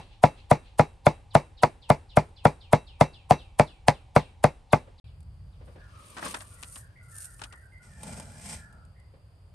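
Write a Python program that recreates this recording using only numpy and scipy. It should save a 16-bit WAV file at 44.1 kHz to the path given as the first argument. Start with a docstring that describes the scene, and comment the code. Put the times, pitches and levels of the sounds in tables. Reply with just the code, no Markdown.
"""Rhythmic chops on a thick wooden block outdoors: wet crunch of chilies, hollow knock, low thud of the stand.
After a brief dropout the mince slides off the blade into a bowl, a finger wipes the steel, the blade scrapes the block.
Birds call in the distance over a low rumble. Block, stand and steel are decaying sine modes; mince, rubbing and air
are coloured noise under envelopes; birds are wavering sine glides, with hiss on the chirps and diffuse echoes."""
import sys
import numpy as np
from scipy import signal
from scipy.fft import rfft, irfft, next_fast_len
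from scipy.io import wavfile
from scipy.ndimage import uniform_filter1d

SR = 44100
rng = np.random.default_rng(int(sys.argv[2]) if len(sys.argv) > 2 else 0)


def digitize_waveform(pressure):
    """Quantize a signal to 16-bit integers and store it at the path in sys.argv[1].

    Rows of a 2-D input are taken as channels; values are limited to [-1, 1].
    """
    field = np.atleast_2d(pressure).T
    bounded = np.clip(field, -1, 1)
    quanta = np.round(bounded * 32767).astype(np.int16)
    wavfile.write(sys.argv[1], SR, quanta)


N = 420713
TIME = np.arange(N) / SR
DROPOUT_START_S, DROPOUT_END_S = 4.999, 5.042

# The chops. Each row: time in seconds, force in dB, pitch of the struck spot in Hz, then relative levels in dB of
# the block's clack, the edge tick, the crunch and the blade's ring.
CHOPS = [(-.045, -5, 780, -19, -35, -33, -48.5), (0.237, 1, 711, -16.5, -29.5, -30.5, -45),
         (0.513, -1, 624, -19, -30, -29, -45), (0.794, -1, 619, -16, -29, -33, -47.5),
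         (1.066, -1, 676, -17, -32.5, -30, -47), (1.351, 0, 713, -17, -29, -35, -48),
         (1.633, -2, 961, -16, -29.5, -30.5, -54), (1.901, -1.5, 598, -16, -31.5, -33.5, -54.5),
         (2.171, -1.5, 592, -15.5, -33.5, -36.5, -66.5), (2.453, 0, 643, -15.5, -31.5, -37, -50),
         (2.731, -1.5, 611, -17, -29.5, -29.5, -43), (3.01, -1, 603, -18, -23.5, -33, -41.5),
         (3.308, -0.5, 724, -22, -26, -31, -40), (3.596, -0.5, 673, -17.5, -25.5, -33.5, -55.5),
         (3.882, -2, 711, -19.5, -23.5, -31.5, -54), (4.162, -1, 592, -13.5, -26.5, -34, -49),
         (4.441, -1.5, 627, -16.5, -26, -35.5, -50), (4.731, -2, 627, -14.5, -31.5, -32.5, -51)]
# Low modes of the block, its knock. Each row: frequency in Hz, relative level in dB, t60 in seconds.
KNOCK_MODES = [(352, -9, 0.05), (415, -13.5, 0.014), (496.6, -4.5, .055), (606, -1, 0.043),
               (655, -0.5, 0.033), (700.3, -1.5, 0.047), (759, 1, 0.034), (855, -5, 0.083), (951, -4, .05)]
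# High modes of the block, its clack. Each row: frequency in Hz, relative level in dB, t60 in seconds.
CLACK_MODES = [(1146, -3.5, .045), (1218, 4.5, 0.032), (1316, 2, 0.031), (1412, -6.5, 0.038),
               (1506, -8, .045), (1716, -6.5, 0.031), (2095, -8.5, 0.031), (2160, -10, 0.056),
               (2386, -17.5, 0.056), (2420, -16, 0.018), (3450, -15, 0.036)]
# Colour of the wet crunch, also lent to the edge catching. Each row: frequency in Hz, relative density in dB per Hz.
CRUNCH_COLOUR = [(300, -7.5), (900, -1.5), (1500, -14.5), (3000, -8.5), (6500, -13), (9000, -0.5),
                 (10200, -7), (11200, -2.5), (13000, -42.5)]
# Left-right likeness of near sounds. Each row: frequency in Hz, correlation from -1 to 1.
NEAR = [(60, .99), (200, 0.83), (700, 0.67), (2000, .94), (7000, .88), (8800, 0.26), (9800, -.6),
        (11000, -.4), (12000, 0.24)]
# Left-right likeness of diffuse sounds. 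Each row: frequency in Hz, correlation from -1 to 1.
WIDE = [(60, .99), (250, .92), (600, 0.57), (1300, .1), (2700, 0.11), (6000, 0.52), (8700, 0.77),
        (9800, -0.085), (11000, -0.62), (12000, -0.2)]


def from_db(db):
    """Decibels to amplitude gain."""
    return 10 ** (np.asarray(db) / 20)


def rms_one(x):
    """Scale to unit power."""
    return x / np.sqrt(np.mean(x ** 2) + 1e-20)


def at_hz(points, hz):
    """Read a table on a log-frequency axis."""
    points = np.array(points)
    return np.interp(np.log(hz + 1e-3), np.log(points[:, 0]), points[:, 1])


def add(out, s, sound):
    """Mix a sound in from time s, trimming what falls outside."""
    i = int(round(s * SR))
    part = sound[..., max(-i, 0):N - i]
    out[..., max(i, 0):max(i, 0) + part.shape[-1]] += part


def noise(colour, likeness, grain_db=0):
    """Stereo noise of a given colour, rms 1; a larger grain_db breaks it into separate tiny clicks."""
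    size = next_fast_len(N)
    hz = np.arange(size // 2 + 1) * SR / size
    grain_levels = grain_db * np.minimum(rng.exponential(1, size), 7)
    grains = rng.standard_normal((2, size)) * from_db(grain_levels)
    # Roll off smoothly outside the table's range.
    low_skirt = 1 + (.7 * colour[0][0] / (hz + 1)) ** 4
    high_skirt = 1 + (hz / (1.3 * colour[-1][0])) ** 6
    mid, side = rfft(grains) * from_db(at_hz(colour, hz)) / low_skirt / high_skirt
    alike = np.clip(at_hz(likeness, hz), -1, 1)
    stereo = np.sqrt(1 + alike) * mid + np.sqrt(1 - alike) * side * [[1], [-1]]
    return rms_one(irfft(stereo, size)[:, :N])


def bursts(times, levels_db, rise_s, t60):
    """Envelope swelling at 60 dB per rise_s for the last 60 ms before each moment, then dying away."""
    out, lead = np.zeros(N), .06
    t = np.arange(int((lead + 1.5 * t60) * SR)) / SR - lead
    shape = from_db(-60 * np.maximum(-t / rise_s, t / t60))
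    for s, db in zip(times, levels_db):
        add(out, s - lead, from_db(db) * shape)
    return out


def stroke(s, attack, hold, release):
    """Gain of one hand movement: swells 30 dB over the attack up to time s, holds, fades 30 dB per release."""
    away = np.maximum((s - TIME) / attack, (TIME - s - hold) / release)
    return from_db(-30 * np.clip(away, 0, 5))


def lumps(rate_hz, depth_db):
    """A gain that stumbles at random as pieces stick and let go; rms 1."""
    knots = np.cumsum(rng.exponential(1, 4000)) / rate_hz
    heights = np.clip(rng.standard_normal(len(knots)), -2, 2)
    return rms_one(from_db(depth_db * np.interp(TIME, knots, heights)))


def struck(modes, spread_db, detune):
    """One blow, rms 1 over its first 30 ms: the contact point shifts each mode's strength and pitch."""
    # How a struck body reaches the two ears. Each row: frequency in Hz, left-right level in dB, right ear lag in ms.
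    ears = [(150, 1.3, 0), (200, -2.5, -.1), (245, 4, -0.28), (345, -3.5, -0.53), (415, 2.5, -.3),
            (472, 3, -0.082), (590, 2, .1), (640, 1, .13), (706, 3.5, 0.22), (785, 1, -.2), (865, -2, -.1),
            (965, 0, .08), (1125, 2.5, -.08), (1450, 4, -.02), (2096, 0.5, -.01), (3480, 0.5, .03)]
    hz, db, t60 = np.array(modes).T[:, :, None]
    ear_hz, ear_db, ear_ms = np.transpose(ears)
    pan_db = np.interp(hz, ear_hz, ear_db)
    lag_ms = np.interp(hz, ear_hz, ear_ms)
    strength, pitch = rng.standard_normal((2, len(hz), 1))
    side = np.array([1, -1])[:, None, None]  # left, right
    t = np.maximum(np.arange(SR // 5) / SR + side * lag_ms / 2000, 0)  # half the lag per ear
    gain = from_db(db + spread_db * strength + side * pan_db / 2 - 60 * t / t60)
    blow = np.sum(gain * np.sin(2 * np.pi * hz * (1 + detune * pitch) * t), axis=1)
    return blow / np.sqrt(np.mean(blow[:, :int(.03 * SR)] ** 2))


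def seated(blow, seat_s):
    """The force builds up while the edge seats itself along its length."""
    return blow * (1 - np.exp(-np.arange(blow.shape[1]) / SR / seat_s))


def high_pass(x, edge_hz):
    """Small bodies radiate little bass."""
    return signal.sosfilt(signal.butter(2, edge_hz, "high", fs=SR, output="sos"), x + 1e-18)


def distant(x, t60, wet_db):
    """A far sound with diffuse echoes from walls and trees, as decaying noise."""
    t = np.arange(int(t60 * SR)) / SR
    echoes = rng.standard_normal((2, len(t))) * from_db(-60 * t / t60)
    echoes /= np.sqrt(np.sum(echoes ** 2, axis=1, keepdims=True))
    return x + from_db(wet_db) * signal.fftconvolve(x[None], echoes, axes=1)[:, :N]


def warble(hz, depth, rate_hz):
    """A whistle on the given pitch track with a quick random waver."""
    waver = np.interp(np.arange(len(hz)) / SR * rate_hz, np.arange(400), rng.standard_normal(400))
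    return np.sin(2 * np.pi * np.cumsum(hz * (1 + depth * waver)) / SR)


def knocks(thud_delay=.0055, contact_delay=.0011):
    """The edge meets the block, the block pushes its stand a moment later, and the steel rings faintly."""
    # Modes of the stand, the thud. Each row: frequency in Hz, relative level in dB, t60 in seconds.
    stand_modes = [(58, -11.5, 0.21), (121, -2, 0.071), (148, 2.5, 0.093), (194, -6, 0.084),
                   (243.2, -5.5, 0.079)]
    # Modes of the freely ringing blade. Each row: frequency in Hz, relative level in dB, t60 in seconds.
    blade_modes = [(2680, -4, 0.33), (3880, -6, 0.3), (5885, -9, 0.2), (8700, -7, 0.063)]
    knock_trim_db, clack_trim_db, thud_trim_db, ring_trim_db = -6.5, -3.5, -15, 2
    spot_lift_db, spot_width_octaves = 4.5, .19  # modes near the struck spot's pitch stand out
    centre_hz, thud_loss_db_per_octave = 620, 8.0  # the thud weakens toward the higher-pitched rim
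    block, stand, blade = np.zeros((3, 2, N))
    t = np.arange(SR // 2) / SR
    for s, force_db, spot_hz, clack_db, _, _, ring_db in CHOPS:
        favoured = []
        for hz, db, t60 in KNOCK_MODES:
            octaves_off = np.log2(hz / spot_hz)
            lift_db = spot_lift_db * np.exp(-(octaves_off / spot_width_octaves) ** 2)
            favoured.append((hz, db + lift_db, t60))
        knock = struck(favoured, spread_db=1.8, detune=.015)
        clack = struck(CLACK_MODES, spread_db=2.5, detune=.02)
        thud = struck(stand_modes, spread_db=.6, detune=.008)
        thud_db = force_db + thud_trim_db - thud_loss_db_per_octave * np.log2(spot_hz / centre_hz)
        add(block, s + contact_delay, -from_db(force_db + knock_trim_db) * seated(knock, seat_s=.001))
        add(block, s + contact_delay, -from_db(clack_db + clack_trim_db) * seated(clack, seat_s=.00059))
        add(stand, s + thud_delay, from_db(thud_db) * thud)
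        for hz, db, t60 in blade_modes:
            contact_db = 1.5 * rng.standard_normal()
            decay = from_db(ring_trim_db + ring_db + db + contact_db - 60 * t / t60)
            add(blade, s, decay * np.sin(2 * np.pi * hz * t))
    return high_pass(block, edge_hz=400) + high_pass(stand, edge_hz=87) + blade


def cuts(echo_delay=.0105):
    """Chili skins crunch and load the wood until the edge ticks on it; nearby surfaces and the yard answer."""
    # Wood groaning under the squeezed chilies. Each row: frequency in Hz, relative density in dB per Hz.
    press_colour = [(600, -20.5), (800, -5), (950, 1), (1100, -8.5), (1400, -20)]
    # Edge tick. Each row: frequency in Hz, relative density in dB per Hz.
    tick_colour = [(800, -10.5), (2000, 12.5), (3000, -2.5), (4500, 2), (7000, -9.5), (9000, -3),
                   (10200, -12.5), (11200, -16.5), (13000, -25)]
    # Answer of nearby surfaces. 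Each row: frequency in Hz, relative density in dB per Hz.
    scatter_colour = [(150, 1), (600, 10.5), (1000, 5), (1500, -10.5), (2300, -2), (3100, -21.5),
                      (4600, -15.5), (7000, -23), (9000, -22.5), (10200, -29), (11200, -27), (13000, -51)]
    # Answer of the yard. Each row: frequency in Hz, relative density in dB per Hz.
    yard_colour = [(150, 6.5), (550, 3), (900, -1.5), (1400, -4.5), (2500, -11.5), (3800, -20), (6500, -24),
                   (9000, -13), (13000, -33)]
    s, force_db, _, _, tick_db, crunch_db, _ = np.transpose(CHOPS)
    crunch = from_db(7.5) * bursts(s - .0005, crunch_db, rise_s=.023, t60=.006)
    crunch = crunch * noise(CRUNCH_COLOUR, NEAR, grain_db=3.5) * lumps(500, depth_db=6.0)
    press = from_db(1.9) * bursts(s - .002, crunch_db, rise_s=.027, t60=.033) * noise(press_colour, NEAR)
    direct = from_db(10.0) * bursts(s + .0015, tick_db, rise_s=.004, t60=.017)
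    echo = from_db(-10.0) * bursts(s + echo_delay, tick_db, rise_s=.006, t60=.1)
    ticks = (direct + echo) * noise(tick_colour, NEAR, grain_db=5.0)
    scatter = from_db(-23.0) * bursts(s + .014, force_db, rise_s=.03, t60=.13)
    scatter = scatter * noise(scatter_colour, NEAR, grain_db=2.5)
    yard = from_db(-47.5) * bursts(s + .03, force_db, rise_s=.03, t60=.47) * noise(yard_colour, WIDE)
    return crunch + press + ticks + scatter + yard


def lifts():
    """Wet pieces rustle off the blade as it rises out of the deep mince: grainy noise in soft swells."""
    # The lifts. Each row: time in seconds, level in dB.
    lift_moments = [(0.019, -57.5), (.13, -61.5), (.39, -57.5), (.67, -60.5)]
    # Rustle. Each row: frequency in Hz, relative density in dB per Hz.
    rustle_colour = [(1800, -8), (2800, 0.5), (4300, -3), (5500, -17)]
    swells = bursts(*np.transpose(lift_moments), rise_s=.16, t60=.35)
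    return swells * noise(rustle_colour, WIDE, grain_db=2.5)


def bowl():
    """Wet mince slides off the steel and lands in soft clumps; a finger wipes off the rest."""
    # Clumps landing in the bowl. Each row: time in seconds, relative levels in dB of plop and splash.
    clumps = [(6.168, -35.5, -44), (6.18, -48, -45), (6.226, -34.5, -58), (6.255, -45, -56),
              (6.309, -61, -42), (6.342, -35, -34), (6.361, -76, -47), (6.405, -48.5, -44),
              (6.627, -48.5, -40), (6.758, -47.5, -46), (7.393, -53, -52), (7.416, -41.5, -40),
              (7.437, -55, -40), (7.525, -50, -48)]
    # Dull body of a landing. Each row: frequency in Hz, relative density in dB per Hz.
    plop_colour = [(150, -7), (230, 5), (400, -6), (800, 2), (1300, 5), (1900, 1), (3000, -49), (6000, -35)]
    # Bright wet part of a landing. Each row: frequency in Hz, relative density in dB per Hz.
    splash_colour = [(1000, -17), (2500, 12.5), (5000, 4.5), (7000, 1.5), (9000, 4), (11000, -3),
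                     (13000, -26)]
    # The mince creeps down the blade, then the whole load lets go.
    # Each row: time at full strength, attack, hold and release in seconds, relative level in dB.
    slide_moves = [(6.16, 0.89, .12, 1, -53.5), (6.245, 0.062, 0.021, 0.12, -38)]
    # Sliding mince. Each row: frequency in Hz, relative density in dB per Hz.
    slide_colour = [(110, -35.5), (180, -0.5), (215, -2.5), (424, -12), (596, -1), (700, -21), (1180, 1),
                    (1310, -13), (2160, -13), (2400, -9.5), (5870, -18.5), (8860, -30), (12900, -40),
                    (16800, -56.5), (22000, -120)]
    # Wet strokes along the steel.
    # Each row: time at full strength, attack, hold and release in seconds, relative level in dB.
    wipe_moves = [(5.663, .06, 0.023, 0.32, -75.5), (6.105, 0.28, 0.045, 0.12, -60),
                  (6.252, 0.085, 0.035, .16, -46), (6.363, .04, .05, 0.27, -58.5),
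                  (6.766, 0.44, 0.014, 0.1, -49), (7.178, 0.17, 0.066, 0.17, -48.5),
                  (7.333, 0.23, .04, 0.99, -67.5)]
    # Wiped steel. Each row: frequency in Hz, relative density in dB per Hz.
    wipe_colour = [(1470, -18), (2500, -21), (2810, -18), (3030, -26), (3340, -23.5), (5500, -15.5),
                   (7550, -10.5), (9150, 1.5), (10200, -10.5), (11500, -3.5), (12900, -33), (16800, -55),
                   (22000, -120)]
    s, plop_db, splash_db = np.transpose(clumps)
    plops = from_db(.5) * bursts(s + .001, plop_db, rise_s=.0081, t60=.14)
    plops = plops * noise(plop_colour, WIDE, grain_db=.5) * lumps(220, depth_db=3.0)
    splashes = from_db(.5) * bursts(s + .001, splash_db, rise_s=.008, t60=.061)
    splashes = splashes * noise(splash_colour, WIDE, grain_db=5.0)
    sliding = sum(from_db(db) * stroke(*timing) for *timing, db in slide_moves)
    wiping = sum(from_db(db) * stroke(*timing) for *timing, db in wipe_moves)
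    slide = from_db(-.5) * sliding * noise(slide_colour, WIDE, grain_db=2.5) * lumps(150, depth_db=1.5)
    wipe = from_db(4.5) * wiping * noise(wipe_colour, WIDE, grain_db=3.5) * lumps(180, depth_db=4.0)
    lean_left = from_db([[1.3], [-1.3]])
    return (plops + splashes + slide) * lean_left + wipe


def scrape():
    """The blade gathers the next load: slips rasp block and steel, wet pieces hiss, the edge catches at times."""
    # Pushes across the block. Each row: time at full strength, attack, hold and release in seconds,
    # relative levels in dB of wood and hiss.
    pushes = [(7.83, 0.026, 0.28, .2, -66, -63), (8.044, 0.086, 0.12, 0.54, -47.5, -51),
              (8.481, 0.2, 0.063, 0.12, -50, -43), (8.76, 0.21, 0.015, .3, -61.5, -87)]
    # Rubbed wood. Each row: frequency in Hz, relative density in dB per Hz.
    rub_colour = [(76, -27), (130, -1), (227, -0.5), (330, -24), (638, -9), (792, -16), (850, -8),
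                  (1200, -36), (1380, -14), (3520, -65), (4000, -34), (5200, -57), (8800, -120)]
    # Hiss of wet pieces. Each row: frequency in Hz, relative density in dB per Hz.
    hiss_colour = [(880, -37), (1500, -14.5), (1760, -5), (2350, -5), (2670, -7), (3170, -8), (4260, -11.5),
                   (5100, -4), (6990, -7.5), (8520, 3), (10300, -10), (11600, -7), (12900, -34),
                   (16800, -59), (22000, -120)]
    # Modes of the blade pressed on the wood. Each row: frequency in Hz, relative level in dB, t60 in seconds.
    pressed_blade = [(859, -5, 0.071), (1050, -2, 0.089), (1413, -6, 0.12), (2060, 3, .045),
                     (2365, 4, 0.053), (3150, -3, .07), (4040, -8, 0.092), (7600, -3, .04), (9230, 1, .025)]
    # Sharp ticks as the edge or wet pieces touch and let go. Each row: time in seconds, level in dB.
    catch_moments = [(5.205, -59), (5.23, -63), (7.917, -56), (8.033, -36.5), (8.199, -39), (8.727, -57.5),
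                     (8.851, -61), (8.999, -63)]
    slips = rng.standard_normal((1, N))
    block = struck(KNOCK_MODES + CLACK_MODES, spread_db=5, detune=.012)
    blade = struck(pressed_blade, spread_db=1, detune=.003)
    rasp = rms_one(signal.fftconvolve(slips, block, axes=1)[:, :N])
    steel = rms_one(signal.fftconvolve(slips, blade, axes=1)[:, :N])
    rub = noise(rub_colour, WIDE, grain_db=2.0)
    wet = noise(hiss_colour, WIDE, grain_db=2.5)
    pressing = sum(from_db(wood_db) * stroke(*timing) for *timing, wood_db, _ in pushes)
    sweeping = sum(from_db(hiss_db) * stroke(*timing) for *timing, _, hiss_db in pushes)
    wood = pressing * (from_db(2.5) * rub + from_db(-12) * rasp)
    hiss = sweeping * (from_db(.5) * wet + from_db(-9) * steel)
    catches = bursts(*np.transpose(catch_moments), rise_s=.004, t60=.032)
    catches = catches * noise(CRUNCH_COLOUR, WIDE, grain_db=-.5)
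    return (wood + hiss) * lumps(160, depth_db=2.0) + catches


def handling():
    """Dull little bumps as things are moved about: short swells of low noise."""
    # The bumps. Each row: time in seconds, level in dB.
    bump_moments = [(4.876, -52.5), (5.612, -54), (5.678, -52.5), (5.761, -50.5), (5.98, -66),
                    (9.14, -57.5)]
    # Bump. Each row: frequency in Hz, relative density in dB per Hz.
    bump_colour = [(200, -5), (380, -6.5), (540, -1), (700, -11), (1000, -14), (3000, -25)]
    return bursts(*np.transpose(bump_moments), rise_s=.027, t60=.23) * noise(bump_colour, WIDE)


def chirper():
    """A small bird repeats a husky chirp whose pitch drops steeply, then levels off as it fades."""
    # The chirps. Each row: time in seconds, relative level in dB.
    chirp_moments = [(0.246, -60), (0.774, -65.5), (1.042, -54), (1.303, -54), (1.57, -52), (1.816, -52.5),
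                     (2.089, -52.5), (2.36, -52.5), (2.603, -52.5), (2.865, -51.5), (3.129, -51.5),
                     (3.38, -52), (3.663, -52), (3.925, -55), (4.184, -49.5), (4.70, -55), (4.976, -57),
                     (5.06, -65.5), (5.52, -70)]
    # Airy hiss around a chirp's start. Each row: frequency in Hz, relative density in dB per Hz.
    husk_colour = [(2700, -7), (3600, 1.5), (5300, -3), (6000, -22.5)]
    top_hz, end_hz, half_fall_s = 5300, 1850, .017  # the glide nears end_hz; half of the drop takes half_fall_s
    length_s, attack_s, fade_db_per_s = .17, .0097, 210.5
    chirps = np.zeros(N)
    t = np.arange(int(length_s * SR)) / SR
    glide_hz = end_hz + (top_hz - end_hz) / (1 + t / half_fall_s)
    ramps = np.minimum(np.minimum(t, length_s - t) / attack_s, 1)
    shape = ramps * from_db(-fade_db_per_s * t)
    for s, db in chirp_moments:
        add(chirps, s, from_db(db) * shape * warble(glide_hz, depth=.035, rate_hz=1200))
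    s, db = np.transpose(chirp_moments)
    husk = from_db(-8) * bursts(s + .014, db, rise_s=.03, t60=.25) * noise(husk_colour, WIDE)
    return from_db(-.2) * distant(chirps, t60=.36, wet_db=1.5) + husk


def whistlers(count=20):
    """Another bird warbles short slurs from farther off, with others slurring down at random behind it."""
    # The nearer whistler. Each row: start and length in seconds, start and end pitch in Hz, relative level in dB.
    whistle_notes = [(5.768, 0.064, 1684, 1690, -60), (5.907, 0.1, 1317, 1237, -57),
                     (6.549, 0.062, 2055, 1915, -66), (6.74, 0.14, 1890, 1466, -64),
                     (6.951, 0.041, 1976, 2080, -57), (7.076, 0.072, 1273, 1435, -63.5),
                     (7.117, 0.058, 1774, 1640, -57), (7.233, 0.085, 1570, 1397, -63),
                     (7.502, 0.059, 1985, 1766, -57.5), (7.602, 0.086, 1627, 1440, -63.5),
                     (7.715, 0.049, 2123, 1960, -56.5), (7.787, 0.077, 1485, 1344, -62.5),
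                     (7.868, 0.15, 1823, 1687, -63), (8.285, 0.091, 1700, 1590, -62),
                     (8.581, 0.076, 1730, 1637, -60), (8.715, 0.18, 1695, 1397, -74),
                     (8.943, 0.064, 1930, 2000, -68)]
    flock_span_s, flock_pitch_hz = (5.7, 9.0), (1370, 2095)
    flock_note_s, flock_fall, flock_db = .11, .098, -65.5  # the fall is a fraction of the pitch
    whistles = np.zeros(N)
    low, high = np.transpose([flock_span_s, flock_pitch_hz])
    flock = [(s, flock_note_s, hz, hz * (1 - flock_fall), flock_db)
             for s, hz in rng.uniform(low, high, (count, 2))]
    for s, length, start_hz, end_hz, db in whistle_notes + flock:
        slur_hz = np.linspace(start_hz, end_hz, int(length * SR))
        note = warble(slur_hz, depth=.045, rate_hz=240)
        add(whistles, s, from_db(db) * signal.windows.tukey(len(note), .5) * note)
    return from_db(-1.9) * distant(whistles, t60=.53, wet_db=7.5)


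def outdoors():
    """Low rumble and faint air as noise, different at block and bowl, where the rumble swells and sinks."""
    # Air at the block. Each row: frequency in Hz, relative density in dB per Hz.
    block_colour = [(15, -30.5), (25, 2), (90, 3.5), (219, -22.5), (420, -28), (546, -20), (655, -30),
                    (787, -15), (1400, -37), (2420, -32), (3770, -35), (6530, -44.5), (8940, -42),
                    (11300, -48), (12900, -73), (16800, -107), (22000, -120)]
    # Air at the bowl. Each row: frequency in Hz, relative density in dB per Hz.
    bowl_colour = [(15, -62), (25, -23), (48, -2), (97, 0), (173, -15), (219, -28), (350, -30.5),
                   (600, -29), (1080, -34), (1300, -37), (2050, -42.5), (2980, -42.5), (4080, -50),
                   (4780, -36.5), (5590, -59.5), (9180, -47), (12900, -56), (16800, -94), (22000, -120)]
    # Swell of the rumble at the bowl. 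Each row: time in seconds, gain in dB.
    swell_points = [(5.04, 2), (5.6, 4.5), (6.1, -4), (6.9, -1), (7.7, -3), (8.2, 2), (8.7, -0.5),
                    (9.54, -3.5)]
    at_block = from_db(-51.5) * noise(block_colour, NEAR)
    at_bowl = from_db(-49.5) * noise(bowl_colour, WIDE)
    rumble = signal.sosfiltfilt(signal.butter(2, 220, fs=SR, output="sos"), at_bowl)
    swell = from_db(np.interp(TIME, *np.transpose(swell_points)))
    return np.where(TIME < DROPOUT_START_S, at_block, at_bowl + (swell - 1) * rumble)


def scene():
    """All sources together, from the chops to the background."""
    chopping = knocks() + cuts() + lifts()
    gathering = bowl() + scrape() + handling()
    return chopping + gathering + chirper() + whistlers() + outdoors()


def record(dry):
    """Peaks are rounded toward full scale, the sound drops out for a moment, the top is cut."""
    rounded = dry / (1 + np.abs(dry) ** 4) ** (1 / 4)
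    sounding = (TIME < DROPOUT_START_S) | (TIME > DROPOUT_END_S)
    live = uniform_filter1d(sounding.astype(float), size=64)  # soften the edges of the gap
    top_cut = signal.ellip(8, .2, 70, 13100, fs=SR, output="sos")  # low-pass, cutoff in Hz
    return signal.sosfilt(top_cut, rounded * live)


dry = scene()
out = record(dry)
digitize_waveform(out)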